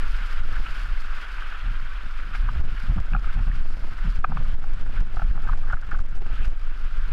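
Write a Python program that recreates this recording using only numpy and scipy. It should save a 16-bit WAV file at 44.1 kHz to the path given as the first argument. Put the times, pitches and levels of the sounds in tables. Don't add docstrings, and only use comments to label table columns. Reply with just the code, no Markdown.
import sys
import numpy as np
from scipy import signal
from scipy.fft import rfft, irfft
from scipy.io import wavfile
from scipy.ndimage import uniform_filter1d

SR = 44100
rng = np.random.default_rng(int(sys.argv[2]) if len(sys.argv) > 2 else 0)


def materialize(psi):
    bounded = np.clip(np.atleast_2d(psi).T, -1, 1)
    quanta = np.round(bounded * 32767).astype(np.int16)
    wavfile.write(sys.argv[1], SR, quanta)


N = 313992

# (time [s], rush level [dB], foam level [dB])
RIVER_LEVELS = [(0, -39.5, -56.5), (0.8, -43, -58.5), (1.45, -40, -61.5), (1.8, -43.5, -62),
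                (2.65, -44.5, -63), (3.1, -49, -65.5), (3.5, -45, -61.5), (3.8, -50, -61.5),
                (4.05, -44, -61), (4.4, -52.5, -66.5), (4.7, -44, -60.5), (4.95, -45, -62),
                (5.25, -46.5, -61.5), (5.6, -46.5, -61.5), (6.15, -51.5, -69.5), (6.5, -50, -65.5),
                (7.12, -45.5, -63)]
# (crest time [s], length [s], rush boost [dB], foam boost [dB])
BOW_WAVES = [(0.342, 0.1, 2, 2), (0.77, 0.16, 4, 4), (1.205, 0.11, 2.5, 3), (2.354, 0.039, 6, 7),
             (2.844, 0.17, 4, 5.5), (3.293, 0.14, 3.5, 1.5), (4.46, 0.24, 7, 5), (6.38, 0.21, 7, 3),
             (6.453, 0.024, 1, 7.5)]
# (frequency [Hz], relative level [dB])
RUSH_TONE = [(250, -17.5), (480, -16), (720, -16), (900, -12), (1100, -7), (1330, 0), (1550, -0.5),
             (1900, -9), (2500, -9.5), (3250, -13.5), (3800, -19.5), (4900, -31.5), (6500, -37.5),
             (12000, -45.5)]
# (frequency [Hz], relative level [dB])
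FOAM_TONE = [(2500, -13), (3900, -2), (4400, 1.5), (5100, 0.5), (5800, -7.5), (7000, -11), (8500, -14.5),
             (12000, -16.5), (14000, -25)]
# (time [s], strength [dB], trapped air pitch [Hz], hollow ring [dB], bright ring [dB])
WATER_SLAPS = [(1.341, -32, 1520, -45, -30), (1.422, -23.5, 1550, -29, -23), (2.19, -28.5, 1440, -28, 2),
               (2.35, -20, 1440, -14.5, -9), (2.489, -19, 1190, -33, -16), (2.983, -28.5, 1393, -7, -25),
               (3.134, -21.5, 1520, -7, 4.5), (3.149, -15.5, 1340, -7, -26), (3.164, -25, 1230, -5, 0),
               (3.244, -29, 1310, -29, -11), (3.372, -31, 1280, 5, -20), (3.515, -23.5, 1900, -31, -16),
               (4.32, -22, 1250, 3, -18), (4.371, -20.5, 1280, -6.5, -9), (4.64, -22.5, 1210, -3, -31),
               (5.17, -22.5, 1260, -4, -25), (5.196, -20.5, 1310, -4, -22), (5.219, -21.5, 1260, -2.5, -13),
               (5.352, -33, 1250, -10, -23), (5.377, -25, 1140, -3, -13), (5.451, -32.5, 1290, 0, -23),
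               (5.489, -21.5, 1150, -9, -22), (5.524, -29, 1130, -13, -22), (5.732, -17, 1450, -10, -22),
               (5.941, -31, 1390, -5, -28), (6.448, -32, 1600, -23, -5)]
# (time [s], strength [dB], pitch [Hz], length [s])
HULL_SLOSHES = [(0.527, -35.5, 1600, 0.0094), (0.552, -33, 1550, 0.018), (0.658, -35.5, 1400, 0.0095),
                (0.662, -35.5, 3100, 0.0079), (0.85, -38.5, 1500, 0.02), (1.04, -46.5, 1450, 0.014),
                (1.171, -42, 1490, 0.018), (2.341, -34.5, 1890, 0.017), (3.976, -40, 1470, 0.019),
                (4.45, -42, 1370, 0.016), (5.471, -35, 1420, 0.01), (5.488, -29, 1290, 0.011),
                (5.524, -33, 1430, 0.014), (5.627, -41, 1380, 0.023), (5.668, -37, 1490, 0.022),
                (5.694, -31, 1530, 0.02), (5.723, -28.5, 1550, 0.016), (5.764, -32, 1560, 0.014),
                (5.815, -39, 1450, 0.026), (5.91, -29.5, 1520, 0.015), (5.94, -34.5, 1470, 0.015),
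                (5.983, -38.5, 1350, 0.015), (6.342, -50.5, 2820, 0.028), (6.409, -45.5, 2600, 0.044)]
# (time [s], typical rate [drops/s])
SPRAY_RATES = [(2.2, 1), (2.5, 6), (4.2, 10), (4.7, 70), (5.3, 40), (5.7, 75), (6.2, 65), (6.6, 30),
               (6.8, 3)]
# (time [s], strength [dB])
BIG_DROPS = [(2.4824, -58), (2.605, -38), (3.002, -39.5), (4.158, -41), (4.5164, -44), (4.597, -42),
             (4.63, -39), (4.641, -40), (4.688, -46), (4.7363, -35.5), (4.7938, -46), (4.8115, -40),
             (5.006, -39), (5.068, -45), (5.575, -38), (5.583, -49), (5.6104, -49), (5.663, -46),
             (5.725, -41), (5.8092, -45), (5.815, -39), (5.912, -44), (5.987, -43), (5.991, -41),
             (6.002, -42), (6.0083, -47), (6.0544, -51), (6.062, -41.5), (6.088, -46), (6.153, -44),
             (6.166, -45), (6.447, -45), (6.455, -38), (6.4804, -43), (6.504, -45), (6.534, -51),
             (6.581, -62)]
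# (time [s], relative strength [dB])
LEASH_HITS = [(4.2426, -4), (4.245, 0), (4.2503, -20)]
# (pitch [Hz], width [Hz], relative level [dB])
KNOCK_RINGS = [(713, 280, -5.5), (1190, 480, 2), (1470, 98, -23), (2400, 310, -12), (3100, 830, -20)]
# (time [s], level [dB])
WIND_LEVELS = [(0, -21), (0.3, -28), (0.42, -15.5), (0.66, -18.5), (0.85, -22), (1.5, -31.5), (1.68, -24),
               (2, -29.5), (2.38, -22), (2.56, -14.5), (2.8, -23), (3.4, -19), (3.7, -17), (4, -20.5),
               (4.55, -12.5), (5.35, -15), (5.7, -14), (6.5, -18), (6.8, -22)]
# (time [s], peak before the limiter [dB])
WIND_BLOWS = [(2.611, -6.5), (3.009, -11), (3.613, -7.5), (3.843, -9.5), (4.2, -2), (4.556, 1.5),
              (4.83, -5.5), (5.029, -3.5), (5.321, -4.5), (5.549, -6), (5.751, -5.5), (6.011, -5),
              (6.181, -4), (6.489, -7.5)]
# (middle time [s], length [s], strength [dB], pitch [Hz])
WIND_BOOMS = [(0.555, 0.047, -17.5, 29), (0.858, 0.15, -16.5, 30.3), (1.678, 0.07, -16.5, 31.6),
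              (2.429, 0.1, -14.5, 29.7), (2.592, 0.081, -19, 63.5), (2.905, 0.066, -13, 35),
              (2.998, 0.051, -21.5, 50), (3.155, .11, -14.5, 33.1), (3.386, 0.092, -13, 31),
              (3.496, 0.085, -12.5, 32.3), (4.078, 0.1, -14.5, 30.4), (4.543, 0.023, -19, 51),
              (5.011, 0.072, -16, 27.6), (5.257, 0.16, -11.5, 26.1), (5.519, 0.1, -14, 27.4)]
# (time [s], length [s], flutter level [dB], buzz pitch [Hz])
WIND_GUSTS = [(0.046, 0.013, -41, 120), (0.42, 0.032, -49, 111), (0.564, 0.039, -49, 149),
              (1.643, 0.04, -42, 140), (1.71, 0.026, -40, 127), (1.828, 0.027, -47, 127),
              (2.054, 0.012, -41.5, 182), (2.25, .1, -48, 100), (2.382, 0.072, -48, 100),
              (2.453, 0.076, -40.5, 114), (2.556, 0.12, -38, 99.5), (2.725, 0.015, -42, 150),
              (2.838, 0.015, -37, 170), (2.888, 0.037, -30, 130), (2.971, 0.014, -26.5, 190),
              (3.128, 0.036, -32, 171), (3.36, 0.053, -31.5, 128), (3.477, 0.022, -31.5, 126),
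              (3.537, 0.09, -38, 129), (3.923, 0.013, -39, 109), (4.045, 0.04, -31.5, 169),
              (4.11, 0.12, -42.5, 110), (4.289, 0.038, -31.5, 194), (4.356, 0.053, -35.5, 139),
              (4.51, 0.085, -42, 131), (4.99, 0.13, -39, 130), (5.206, 0.1, -40, 128),
              (5.352, 0.012, -26.5, 130), (5.435, 0.18, -42, 111), (6.414, 0.03, -45, 171),
              (7.08, 0.042, -43, 118)]
# (frequency [Hz], relative level [dB])
CRACKLE_TONE = [(70, 18), (130, 5.5), (250, 4), (450, -1.5), (750, -3.5), (1100, -7), (2500, -14.5),
                (6000, -33), (12000, -46.5)]
# (frequency [Hz], relative level [dB])
RUMBLE_TONE = [(16, 15.5), (24, 1.5), (33, 2.5), (45, -4.5), (65, -42.5), (100, -41.5), (200, -42.5)]
# (frequency [Hz], relative level [dB])
FLUTTER_TONE = [(60, 10.5), (85, 1.5), (120, 8), (180, -4.5), (260, -18), (380, -32), (700, -21.5),
                (1500, -24.5)]
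# (pitch [Hz], width [Hz])
HOLLOW_RING, BRIGHT_RING = (820, 320), (2550, 340)


def river():
    rush_db, fizz_db = in_time(RIVER_LEVELS)
    for s, length, rush_boost_db, foam_boost_db in BOW_WAVES:
        swell = np.exp(-(2 * (np.arange(N) / SR - s) / length) ** 2)
        rush_db, fizz_db = rush_db + rush_boost_db * swell, fizz_db + foam_boost_db * swell
    water = rng.standard_normal(N) + from_db(-8) * bubbles(per_s=1800, spread_db=2, cycles=38)
    clouds = sum(0.078 * drift(23) * resonance(water, hz, 0.33 * hz) for hz in (1230, 1600, 2200, 3100))
    rush = coloured(water + clouds, RUSH_TONE) * from_db(rush_db + 1.05 * drift(27))
    foam = rng.standard_normal(N) + from_db(-6) * rms_one(grains(per_s=2000, spread_db=6.5))
    fizz = coloured(foam, FOAM_TONE) * from_db(fizz_db + 1.9 * drift(30))
    return rush + fizz


def bubbles(per_s, spread_db, cycles, count=40):
    births, sizes = grains(per_s, spread_db), rng.integers(0, count, N)
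    rings = (np.sqrt(hz) * rms_one(resonance(births * (sizes == k), hz, 2 * hz / cycles))
             for k, hz in enumerate(np.geomspace(600, 7000, count)))
    return rms_one(sum(rings))


def slaps(size=2400):
    lead = int(0.003 * SR)
    out, t = np.zeros(N + size), (np.arange(size) - lead) / SR
    for s, db, air_hz, hollow_db, bright_db in WATER_SLAPS:
        push = from_db(-25) * rng.standard_normal(size) * np.exp(-np.abs(t) / 0.0045)
        push[lead] = 1
        rings = [(air_hz, 450, 0), (*HOLLOW_RING, hollow_db), (*BRIGHT_RING, bright_db)]
        slap = sum(from_db(ring_db) * rms_one(ring(push, hz, width)) for hz, width, ring_db in rings)
        slap = cut(slap, 1850, "low", order=3)
        at = int(s * SR) - lead
        out[at:at + size] += from_db(db) * slap / np.abs(slap).max()
    return out[:N]


def sloshes(size=6000, pockets=50):
    gap_s, ring_s, spread_octaves, spread_db, gurgle_db = 0.002, 0.0008, 0.15, 3, -17
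    out, t = np.zeros(N + size), np.arange(size) / SR
    gurgles = ring(rng.standard_normal((len(HULL_SLOSHES), size)), *HOLLOW_RING)
    for (s, db, hz, length), gurgle in zip(HULL_SLOSHES, gurgles):
        late, detune, strength = rng.standard_normal((3, pockets, 1))
        since = np.maximum(t - gap_s * (np.arange(pockets)[:, None] + 0.327 * late), 0)
        pocket_hz = hz * 2 ** (spread_octaves * detune)
        rings = since * np.exp(-since / ring_s) * np.sin(2 * np.pi * pocket_hz * since)
        rattle = np.sum(from_db(spread_db * strength) * rings, axis=0)
        age = t / (length / 2)
        swell = (age * np.exp(1 - age)) ** 2
        slosh = shaped(rattle, swell) + from_db(gurgle_db) * shaped(gurgle, swell)
        at = int(s * SR)
        out[at:at + size] += from_db(db) * slosh
    return out[:N]


def leash_knock():
    hits = np.zeros(N)
    for s, db in LEASH_HITS:
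        hits[int(s * SR)] = from_db(db)
    clack = sum(from_db(db) * rms_one(ring(hits, hz, width)) for hz, width, db in KNOCK_RINGS)
    clack = cut(clack, 2500, "low", order=4)
    return from_db(-3) * clack / np.abs(clack).max()


def spray(splinters=3, gap_s=0.0012, loss_db=6.5):
    per_s, = in_time(SPRAY_RATES)
    drops = grains(per_s * from_db(3 * drift(25)), spread_db=3)
    clicks = from_db(-45) * np.tanh(drops / 2)
    for s, impact_db in BIG_DROPS:
        gaps = rng.uniform(0.35, 2, splinters)
        at = ((s + gap_s * np.cumsum([0, *gaps])) * SR).astype(int)
        clicks[at] += from_db(impact_db - loss_db * np.arange(splinters + 1))
    snap = from_db(10) * resonance(clicks, 4300, 2200)
    tap = from_db(22) * resonance(clicks, 1600, 570)
    thud = from_db(29) * resonance(clicks, 440, 500)
    return cut(snap + tap + thud, 7800, "low")


def wind_throb(blow_hz=12.76, octave_db=-22):
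    wind_db, = in_time(WIND_LEVELS)
    wind_gain = from_db(wind_db)
    swirls = evened(cut(rng.standard_normal(N + SR), [10.5, 17], "band"), 0.129)[SR:] * wind_gain
    t, booms, wander = np.arange(N) / SR, 0, 0.32 * drift(22.5)
    for s, length, db, hz in WIND_BOOMS:
        share = np.exp(-(2 * (t - s) / length) ** 2)
        phase = 2 * np.pi * (hz * (t - s) + rng.random()) + wander
        booms += share * from_db(db) * (np.cos(phase) + from_db(octave_db) * np.cos(2 * phase))
        swirls *= 1 - share
    for s, peak_db in WIND_BLOWS:
        share = envelope(s, hold_s=0, attack_s=0.012, release_s=0.076)
        blow = rng.choice([-1, 1]) * from_db(peak_db) * np.cos(2 * np.pi * blow_hz * (t - s))
        swirls = (1 - share) * swirls + share * blow
    pulsing = 0.35 + 0.65 * np.minimum((swirls / wind_gain) ** 2, 3)
    crackle = from_db(-29) * coloured(grains(per_s=830, spread_db=2.5), CRACKLE_TONE)
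    return swirls + booms + crackle * pulsing * wind_gain


def wind_rumble(buzz_db=-5.5):
    wind_db, = in_time(WIND_LEVELS)
    swing_db = wind_db - wind_db.mean()
    rumble_gain = from_db(-23.5 + 0.37 * swing_db)
    flutter_gain = from_db(-52 + 1.78 * swing_db)
    swirls, buzz = cut(rng.standard_normal(N), 276, "low", order=6), 0
    for s, length, flutter_db, hz in WIND_GUSTS:
        gust = envelope(s, hold_s=length, attack_s=0.0092, release_s=0.011)
        flutter_gain = np.maximum(flutter_gain, from_db(flutter_db) * gust)
        buzz += from_db(flutter_db + buzz_db) * shaped(resonance(swirls, hz, 0.4 * hz), gust)
    rumble = evened(coloured(rng.standard_normal(N), RUMBLE_TONE), 0.0546) * from_db(2 * drift(3.5))
    flutter = evened(coloured(rng.standard_normal(N), FLUTTER_TONE), 0.0366) * from_db(1.8 * drift(22))
    return rumble * rumble_gain + flutter * flutter_gain + buzz


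def case_wall(x):
    return cut(x - 0.85 * resonance(x, 1950, 500), 560, "high", order=3)


def limiter(x, limit_db=-12.5, attack_s=0.0023, release_db_per_s=65):
    size = int(attack_s * SR)
    level = np.abs(uniform_filter1d(np.abs(x[0]), size))
    over_db = np.maximum(20 * np.log10(level + 1e-9) - limit_db, 0)
    climb_db = release_db_per_s * np.arange(N) / SR
    gain_db = climb_db - np.maximum.accumulate(over_db + climb_db)
    return x * from_db(uniform_filter1d(gain_db, size))


def from_db(db):
    return 10 ** (np.asarray(db) / 20)


def rms_one(x):
    return x / np.sqrt(np.mean(x ** 2) + 1e-20)


def in_time(rows):
    s, *columns = np.transpose(rows)
    return [np.interp(np.arange(N) / SR, s, c) for c in columns]


def drift(rate_hz):
    r = np.exp(-80 * np.pi * rate_hz / SR)
    slow = signal.lfilter([1], [1, -2 * r, r * r], rng.standard_normal(N // 40 + 2002))[2000:]
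    return np.interp(np.arange(N) / 40, np.arange(len(slow)), rms_one(slow))


def grains(per_s, spread_db):
    sizes = from_db(spread_db * np.minimum(rng.exponential(1, N), 5)) * rng.choice([-1, 1], N)
    return sizes * (rng.random(N) < per_s / SR)


def cut(x, hz, kind, order=2):
    return signal.sosfilt(signal.butter(order, hz, kind, fs=SR, output="sos"), x)


def resonance(x, hz, width_hz):
    r = np.exp(-np.pi * width_hz / SR)
    feedback = [1, -2 * r * np.cos(2 * np.pi * hz / SR), r * r]
    return signal.lfilter(np.array([1, 0, -1]) * (1 - r * r) / 2, feedback, x + 1e-18)


def ring(x, hz, width_hz):
    return resonance(resonance(x, hz, width_hz), hz, width_hz)


def coloured(x, tone):
    hz, db = np.transpose(tone)
    octave = np.log2(np.maximum(np.arange(N // 2 + 1) * SR / N, 1))
    beyond = np.abs(octave - np.clip(octave, np.log2(hz[0]), np.log2(hz[-1])))
    gain = from_db(np.interp(octave, np.log2(hz), db) - 30 * beyond)
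    return rms_one(irfft(rfft(x) * gain, N))


def evened(x, seconds):
    return x / np.sqrt(np.abs(uniform_filter1d(x * x, int(seconds * SR))) + 1e-9)


def envelope(start, hold_s, attack_s, release_s):
    t = np.arange(N) / SR - start
    rise, fall = (np.minimum(t, 0) / attack_s) ** 2, np.maximum(t - hold_s, 0) / release_s
    return np.exp(-np.minimum(rise + fall, 20))


def shaped(x, shape):
    return rms_one(x * shape) * np.sqrt(np.mean(shape ** 2))


def scene():
    water = river() + case_wall(slaps() + sloshes() + leash_knock()) + spray()
    return (water + wind_throb() + wind_rumble())[None]


def record(dry):
    return cut(limiter(dry), 13600, "low", order=12)


dry = scene()
out = record(dry)
materialize(out)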